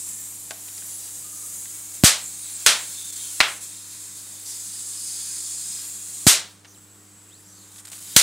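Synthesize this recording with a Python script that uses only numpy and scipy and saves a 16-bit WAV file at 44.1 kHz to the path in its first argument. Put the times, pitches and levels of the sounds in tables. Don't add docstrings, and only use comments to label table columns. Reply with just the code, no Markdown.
import sys
import numpy as np
from scipy import signal
from scipy.io import wavfile
from scipy.ndimage import uniform_filter1d

SR = 44100
rng = np.random.default_rng(int(sys.argv[2]) if len(sys.argv) > 2 else 0)


def voltage_ratio(decibels):
    exponent = np.asarray(decibels, float) / 20
    return 10 ** exponent


def unload_wav(signal):
    wavfile.write(
        sys.argv[1],
        SR,
        np.round(np.clip(np.atleast_2d(signal).T, -1, 1) * 32767).astype(np.int16),
    )


N = 362502

# time in seconds, corona hiss in dB,
# fizz of sparks tracking over the graphite in dB re corona, top sizzle in dB re corona.
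DISCHARGE = [(0, -35, -13.5, -11), (.33, -39, -11.5, -7.5), (.505, -39, -10.5, -9), (.53, -43.5, -10, -6),
             (.62, -39, -10, -6), (.95, -36, -12.5, -8.5), (1.3, -38.5, -10.5, -6.5),
             (1.57, -35.5, -14.5, -7.5), (2.02, -40.5, -8, -6.5), (2.25, -38.5, -9.5, -8.5),
             (2.65, -36, -5.5, -11.5), (2.85, -35, -7, -12.5), (3.38, -33.5, -9, -12.5),
             (3.55, -38, -8.5, -12), (3.85, -40.5, -6, -13), (4.45, -41, -7.5, -8),
             (4.46, -35.5, -10.5, -10), (4.75, -35, -9.5, -16), (4.95, -33, -11, -16),
             (5.3, -32, -10.5, -17), (5.58, -32.5, -10.5, -18), (5.81, -34, -7, -15), (5.86, -35.5, -9, -9),
             (6.05, -36.5, -10, -12.5), (6.26, -35, -9, -12), (6.5, -54, 1, -18), (6.64, -61, -9, -18),
             (6.7, -56.5, -11, -5), (7.05, -56, -8, -9), (7.6, -53, -10, -8.5), (7.8, -45.5, -11, -11),
             (7.92, -44, -6.5, -7), (8.15, -38, -4, -7.5)]
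# frequency in Hz, relative density in dB per Hz.
CORONA_SPECTRUM = [(3000, -48.5), (5500, -17), (6500, -4.5), (7500, -0.5), (8800, -2), (9600, -5.5),
                   (10500, -6.5), (11500, -17.5), (14000, -39)]
TRACKING_SPECTRUM = [(500, -38), (1000, -13), (2200, -8), (3000, -7), (3800, 0), (5000, -0.5), (5800, -1),
                     (7500, -9)]
SIZZLE_SPECTRUM = [(9000, -12.5), (11500, 1.5), (12500, -0.5), (14000, -3), (15600, -3.5), (17000, -28)]
# start in seconds, level change in dB.
FLARES = [(.06, 2.5), (.22, 1), (.74, 0.5), (1.06, 0.5), (1.65, -2), (1.93, 3.5), (2.53, -2.5), (3.61, 2),
          (3.9, 2), (4.0, 2), (4.15, 1.5), (4.3, 0.5), (4.395, 0.5), (4.49, 1), (6.17, 0.5), (6.74, 2.5),
          (7.84, 2.5), (7.905, 4)]
FLARE_RISE_S, FLARE_FALL_S = 0.012, 0.043
# start in seconds, length in seconds,
# loss in dB.
BREAKS = [(3.03, .014, 4), (3.108, .016, 7), (3.145, .014, 5), (3.58, .028, 4), (7.805, .047, 9),
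          (7.86, .011, 9), (7.8745, .0045, 8), (7.889, .011, 9), (7.903, .013, 10), (7.974, .005, 6),
          (7.996, .008, 5)]
SPUTTER_DB, SPUTTER_S = 0.45, 0.03
PRICKS_PER_S, PRICK_DB, PRICK_MS = 18, 1, 0.4

# start in seconds,
# length in seconds, pitch in Hz, resonance width in Hz, level in dB before flutter and waver.
HELD_WHISTLES = [(0.042, .14, 10400, 900, -44), (.9, .1, 10300, 900, -39), (1.22, 0.32, 1220, 30, -61.5),
                 (2.4, .13, 3940, 500, -52), (3.14, 0.19, 3200, 300, -50), (4.435, 0.13, 5750, 1500, -44),
                 (6.654, 0.1, 6200, 1100, -54), (.82, .1, 12000, 1000, -47)]
HELD_FADE_S, HELD_WAVER_DB = 0.037, 0.5
# time in seconds, pitch in Hz, level in dB before flutter.
WANDERING_WHISTLES = [(1100, [(.17, 15300, -58), (.21, 14600, -46), (.255, 11600, -52), (.31, 11900, -43),
                      (.37, 13800, -58), (.42, 12000, -46), (.47, 11200, -62), (.555, 12500, -49),
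                      (.6, 11900, -58), (.67, 12200, -46), (.74, 11800, -62)]), (550, [(2.2, 8740, -52),
                      (2.255, 7200, -35), (2.35, 8150, -47), (2.42, 9400, -38), (2.475, 7700, -41),
                      (2.52, 10100, -39), (2.55, 8600, -36), (2.62, 5500, -50)]), (260, [(2.9, 3400, -62),
                      (3.0, 3610, -47), (3.09, 3600, -49), (3.13, 3500, -56), (3.21, 3750, -48),
                      (3.27, 3600, -60)]), (400, [(4.455, 4530, -51), (4.7, 4500, -57), (5.1, 4550, -48),
                      (5.4, 4540, -49), (5.86, 4420, -54)]), (330, [(4.455, 5090, -50), (4.9, 5030, -52),
                      (5.06, 5020, -42), (5.2, 5050, -48), (5.4, 5090, -45), (5.6, 5040, -50),
                      (5.78, 5050, -45), (5.92, 5000, -62)]), (250, [(6.725, 5900, -70), (6.742, 4600, -58),
                      (6.755, 3300, -58), (6.78, 2200, -74)]), (300, [(6.71, 6900, -62), (6.78, 7750, -55),
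                      (7.2, 7750, -55), (7.55, 7650, -56), (7.7, 7450, -60)]), (330, [(7.275, 2100, -68),
                      (7.315, 3200, -62), (7.345, 4100, -56), (7.385, 4800, -60), (7.41, 5000, -74)]),
                      (900, [(7.41, 5100, -70), (7.5, 6000, -57), (7.6, 6600, -57), (7.68, 6900, -66)]),
                      (700, [(7.3, 6500, -72), (7.36, 8850, -63), (7.45, 10200, -63), (7.62, 12500, -66)]),
                      (1000, [(7.47, 5000, -70), (7.58, 4400, -59), (7.68, 3900, -62), (7.75, 3500, -68)])]

# start in seconds, crack in dB, crack length in ms, low pressure push in dB,
# room tail in dB, dullness from 0 to 1.
SPARKS = [(2.037, 0, 0.64, 3.5, -9.5, 0.1), (2.6626, -2, 3, -33, -13, 0.33),
          (3.4032, 0.5, 1.4, -22.5, -20, 1), (6.267, 4.5, 0.32, 0.5, -9, 0.05),
          (8.1632, 1, 4.8, -6.5, -11, 0.06)]
# frequency in Hz, relative density in dB per Hz.
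BRIGHT_SPECTRUM = [(88, -67), (150, -39), (398, -17.5), (1290, -10.5), (1450, -7), (2650, -6), (3700, -2),
                   (4670, -2.5), (8230, 2), (14800, -9), (16000, -33)]
# frequency in Hz, relative density in dB per Hz.
DULL_SPECTRUM = [(100, -40), (200, -27), (400, -14), (800, -8), (1500, -1), (2500, 0), (3800, -4),
                 (6000, -12), (9000, -22), (12000, -33), (16000, -46)]
# delay in ms, level in dB re the direct crack.
ECHOES = [(2.1, -6), (6.7, -5), (9.5, -12)]
# frequency in Hz, decay time in seconds.
ROOM_T60 = [(200, 0.17), (500, 0.39), (1500, 0.3), (4000, 0.28), (8000, 0.22), (13000, 0.15)]
# start in seconds, level in dB before the stutter, length in ms,
# dullness from 0 to 1.
CRACKLES = [(0.5076, -26.5, 3.4, 0.5), (.68, -45, 6, .9), (.78, -39, 1.5, .4), (.82, -44, 4, 1),
            (1.655, -38, 4, 0.36), (4.395, -47, 8, 0.1), (6.647, -44.5, 6.8, 1), (7.051, -49.5, 2.9, 0),
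            (7.719, -49, 6.4, 0), (7.76, -48, 4.1, 0.5), (7.782, -47.5, 31, 0.2), (7.852, -44.5, 7, 0.6),
            (7.871, -42, 2.3, 0.5), (7.879, -45, 3, 0.7), (7.9183, -37, 2, 0.5), (7.93, -36.5, 3, 0.8),
            (7.958, -46, 3, .6), (7.991, -46, 3.8, .1)]
CRACKLE_TAIL_DB = -21.5
CRACKLE_RAG_DB, CRACKLE_RAG_S = 2.5, 0.0015

# frequency in Hz, relative level in dB, T60 in seconds.
DESK_MODES = [(433, -11, .15), (610, -7, .2), (667, 0, 0.17), (747, -3, 0.16), (846, -1, 0.076),
              (1100, -4, 0.11), (1490, 0, 0.076), (1590, 1, 0.073)]
# start in seconds, peak in dB before the stereo balance.
TAPS = [(.509, -26.5), (6.648, -47), (7.919, -42)]

# multiple of twice the mains frequency, rms level in dB before the balance.
HUM_PARTIALS = [(1, -58.5), (2, -68.5), (3, -63)]
HUM_HZ = 99.97
# frequency in Hz, relative density in dB per Hz.
ROOM_NOISE_SPECTRUM = [(25, -30.5), (45, -1.5), (75, -20), (120, -11.5), (165, -3), (188, 8), (215, -13.5),
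                       (250, -8.5), (370, -3.5), (600, -9.5), (1200, -8.5), (2100, -13.5), (4800, -16),
                       (9000, -19), (15000, -28.5)]
ROOM_NOISE_DB = -56

# frequency in Hz, correlation from 0 to 1.
HISS_CORRELATION = [(300, 0.96), (3100, 0.95), (6800, 0.99), (10000, 0.99), (11500, 0.79), (15000, .8)]
SPARK_CORRELATION = [(300, 1), (1000, 0.99), (3100, 0.93), (6800, 0.97), (9500, 0.95), (12000, 0.24),
                     (15000, 0.27)]
ROOM_CORRELATION = [(60, 1), (300, 0.93), (640, 0.2), (1400, 0.86), (3000, 0.5), (6000, .9), (11000, .8),
                    (15000, 0.7)]
LOW_CUT_HZ, HIGH_CUT_HZ = 52, 15800


def evened(x):
    return x / np.sqrt(np.mean(x ** 2) + 1e-20)


def read(points, hz):
    f, value = np.transpose(points)
    return np.interp(np.log(hz + 1), np.log(f + 1), value)


def add(mix, s, sound):
    part = mix[:, round(s * SR):][:, :sound.shape[1]]
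    part += sound[:, :part.shape[1]]


def chance(seconds, count):
    return evened(uniform_filter1d(rng.standard_normal(count), max(round(seconds * SR), 1)))


def patches(hz, t, wide, long):
    field = rng.standard_normal((len(t), len(hz))).T
    smooth = uniform_filter1d(field, wide, 0)
    return evened(uniform_filter1d(smooth, long, 1))


def noise(gain, correlation, count, size):
    frames = 4 * count // size + 5
    hz = np.fft.rfftfreq(size, 1 / SR)[:, None]
    t = np.arange(frames) * size / 4 / SR
    a, b, c, d = rng.standard_normal((frames, len(hz), 4)).T
    same = np.clip(read(correlation, hz), 0, 1)
    mid = np.sqrt((1 + same) / 2) * (a + 1j * b)
    side = np.sqrt((1 - same) / 2) * (c + 1j * d)
    spectra = np.array([mid + side, mid - side]) * gain(hz, t)
    return signal.istft(spectra, nperseg=size, noverlap=3 * size // 4)[1][:, :count]


def strength(t):
    s, db, *_ = np.transpose(DISCHARGE)
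    level_db = np.interp(t, s, db)
    for start, up_db in FLARES:
        after = t - start
        rise = np.clip(after / FLARE_RISE_S, 0, 1)
        fall = np.exp(-(np.maximum(after - FLARE_RISE_S, 0) / FLARE_FALL_S) ** 2)
        level_db = level_db + up_db * rise * fall
    for start, length, lost_db in BREAKS:
        u = (t - start) / length
        level_db = level_db - lost_db * np.clip(4 * u, 0, 1) * (u < 1)
    return level_db


def hiss():
    s, _, tracking_db, sizzle_db = np.transpose(DISCHARGE)
    parts = ((CORONA_SPECTRUM, 0 * s), (TRACKING_SPECTRUM, tracking_db), (SIZZLE_SPECTRUM, sizzle_db))

    def gain(hz, t):
        power = 0
        for spectrum, share_db in parts:
            shape = evened(voltage_ratio(read(spectrum, hz)))
            power = power + (shape * voltage_ratio(np.interp(t, s, share_db))) ** 2
        ripples_db = 1.97 * patches(hz, t, wide=2, long=130)
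        drift_db = 0.8 * patches(hz, t, wide=20, long=16)
        return np.sqrt(power) * voltage_ratio(ripples_db + drift_db)

    flat_rms = np.std(noise(lambda hz, t: 1, HISS_CORRELATION, count=8192, size=1024))
    level_db = strength(np.arange(N) / SR) + SPUTTER_DB * chance(SPUTTER_S, N)
    struck = rng.random(N) < PRICKS_PER_S / SR
    sizes_db = PRICK_DB * np.minimum(rng.exponential(1, N), 3) * struck
    decay = np.exp(-1000 / (PRICK_MS * SR))
    level_db = level_db + signal.lfilter([1], [1, -decay], sizes_db)
    return voltage_ratio(level_db) * noise(gain, HISS_CORRELATION, count=N, size=1024) / flat_rms


def whistle(hz, db, width):
    r = np.exp(-np.pi * width / SR)
    excitation = rng.standard_normal((len(hz) + 4000, 2)) @ [1, 1j]
    wobble = signal.lfilter([1], [1, -2 * r, r * r], excitation)[4000:]
    carrier = np.exp(2j * np.pi * np.cumsum(hz) / SR)
    flutter_db = 2.0 * chance(0.02, len(hz))
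    tone = voltage_ratio(flutter_db) * evened((wobble * carrier).real)
    tone = voltage_ratio(db) * tone * signal.windows.tukey(len(hz), 400 / len(hz))
    return np.tile(tone, (2, 1))


def held(start, length, hz, width, db):
    count = round(length * SR)
    sound = whistle(np.full(count, hz), db + HELD_WAVER_DB * chance(0.13, count), width)
    return start, sound * signal.windows.tukey(count, np.clip(2 * HELD_FADE_S / length, 0, 1))


def wandering(width, points):
    s, hz, db = np.transpose(points)
    t = np.arange(s[0], s[-1], 1 / SR)
    return s[0], whistle(np.interp(t, s, hz), np.interp(t, s, db), width)


def blast(ms, length_ms):
    u = np.maximum(ms, 0) / length_ms
    onset = 1 - np.exp(-np.maximum(ms, 0) / 0.067)
    return (1 - u) * np.exp(-u) * onset


def spark(s, crack_db, crack_ms, push_db, tail_db, dull):
    count, dull = SR // 2, np.clip(dull, 0, 1)
    ms = 1000 * np.arange(count) / SR

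    def colour_db(hz, share):
        return (1 - share) * read(BRIGHT_SPECTRUM, hz) + share * read(DULL_SPECTRUM, hz)

    def burst(after, length):
        return np.clip(after / 0.19, 0, 1) * np.exp(-np.abs(after / length) ** (3.5 - 2.7 * dull))

    rag = evened(noise(lambda hz, t: voltage_ratio(colour_db(hz, 0.78 * dull)), SPARK_CORRELATION, count=count, size=256))
    echoes = sum(voltage_ratio(db) * burst(ms - late, length=1.66) for late, db in ECHOES)
    crack = rag * (burst(ms, crack_ms) + echoes)

    reflection = np.array([blast(ms - 2.1, length_ms=1.6), blast(ms - 2.25, length_ms=1.8)])
    push = blast(ms, length_ms=1.7) - 1.8 * reflection

    knee = 0.055 - 0.015 * dull

    def tail_gain(hz, t):
        fall_db = -60 * (np.hypot(t, knee) - knee) / read(ROOM_T60, hz)
        return voltage_ratio(colour_db(hz, dull) + fall_db)

    tail = noise(tail_gain, SPARK_CORRELATION, count=count, size=256)
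    tail = tail / np.std(tail[:, :2000]) * (1 - np.exp(-ms / 0.68))
    pinned = np.clip(0.75 * voltage_ratio(push_db), 0, 0.9) * np.exp(-(ms / 9.5) ** 4)
    return s, voltage_ratio(crack_db) * crack + voltage_ratio(push_db) * push + voltage_ratio(tail_db) * (1 - pinned) * tail


def crackle(s, db, length_ms, dull):
    sound = spark(s, db, length_ms, -np.inf, db + CRACKLE_TAIL_DB, dull)[1]
    return s, sound * voltage_ratio(CRACKLE_RAG_DB * chance(CRACKLE_RAG_S, sound.shape[1]))


def tap(s, db):
    t = np.arange(SR // 4) / SR
    ring = sum(voltage_ratio(level_db - 60 * t / t60) * np.sin(2 * np.pi * hz * t) for hz, level_db, t60 in DESK_MODES)
    balance = voltage_ratio(np.array([[1.5], [-1.5]]))
    return s, voltage_ratio(db) * ring / abs(ring).max() * balance


def hum():
    t = np.arange(N) / SR
    tone = 0
    for multiple, db in HUM_PARTIALS:
        phase = 2 * np.pi * (multiple * HUM_HZ * t + rng.random())
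        tone = tone + voltage_ratio(db) * np.sqrt(2) * np.sin(phase)
    return tone * voltage_ratio(np.array([[-0.8], [0.8]]))


def room():
    def gain(hz, t):
        return voltage_ratio(read(ROOM_NOISE_SPECTRUM, hz) + 1.3 * patches(hz, t, wide=6, long=12))

    return voltage_ratio(ROOM_NOISE_DB) * evened(noise(gain, ROOM_CORRELATION, count=N, size=2048))


def scene():
    mix = hiss() + hum() + room()
    events = ((held, HELD_WHISTLES), (wandering, WANDERING_WHISTLES), (spark, SPARKS),
              (crackle, CRACKLES), (tap, TAPS))
    for source, table in events:
        for row in table:
            add(mix, *source(*row))
    return mix


def roll_off(x):
    return signal.sosfilt(signal.butter(12, 16450, fs=SR, output="sos"), x)


def record(dry):
    overloaded = np.clip(dry, -0.95, 0.95)
    heard = signal.lfilter(*signal.butter(2, LOW_CUT_HZ, "high", fs=SR), overloaded)
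    low_pass = signal.firwin(1023, HIGH_CUT_HZ, window=("kaiser", 6), fs=SR)
    finished = signal.oaconvolve(np.clip(heard, -1, 1), low_pass[None], "same", axes=1)
    return roll_off(finished)


dry = scene()
out = record(dry)
unload_wav(out)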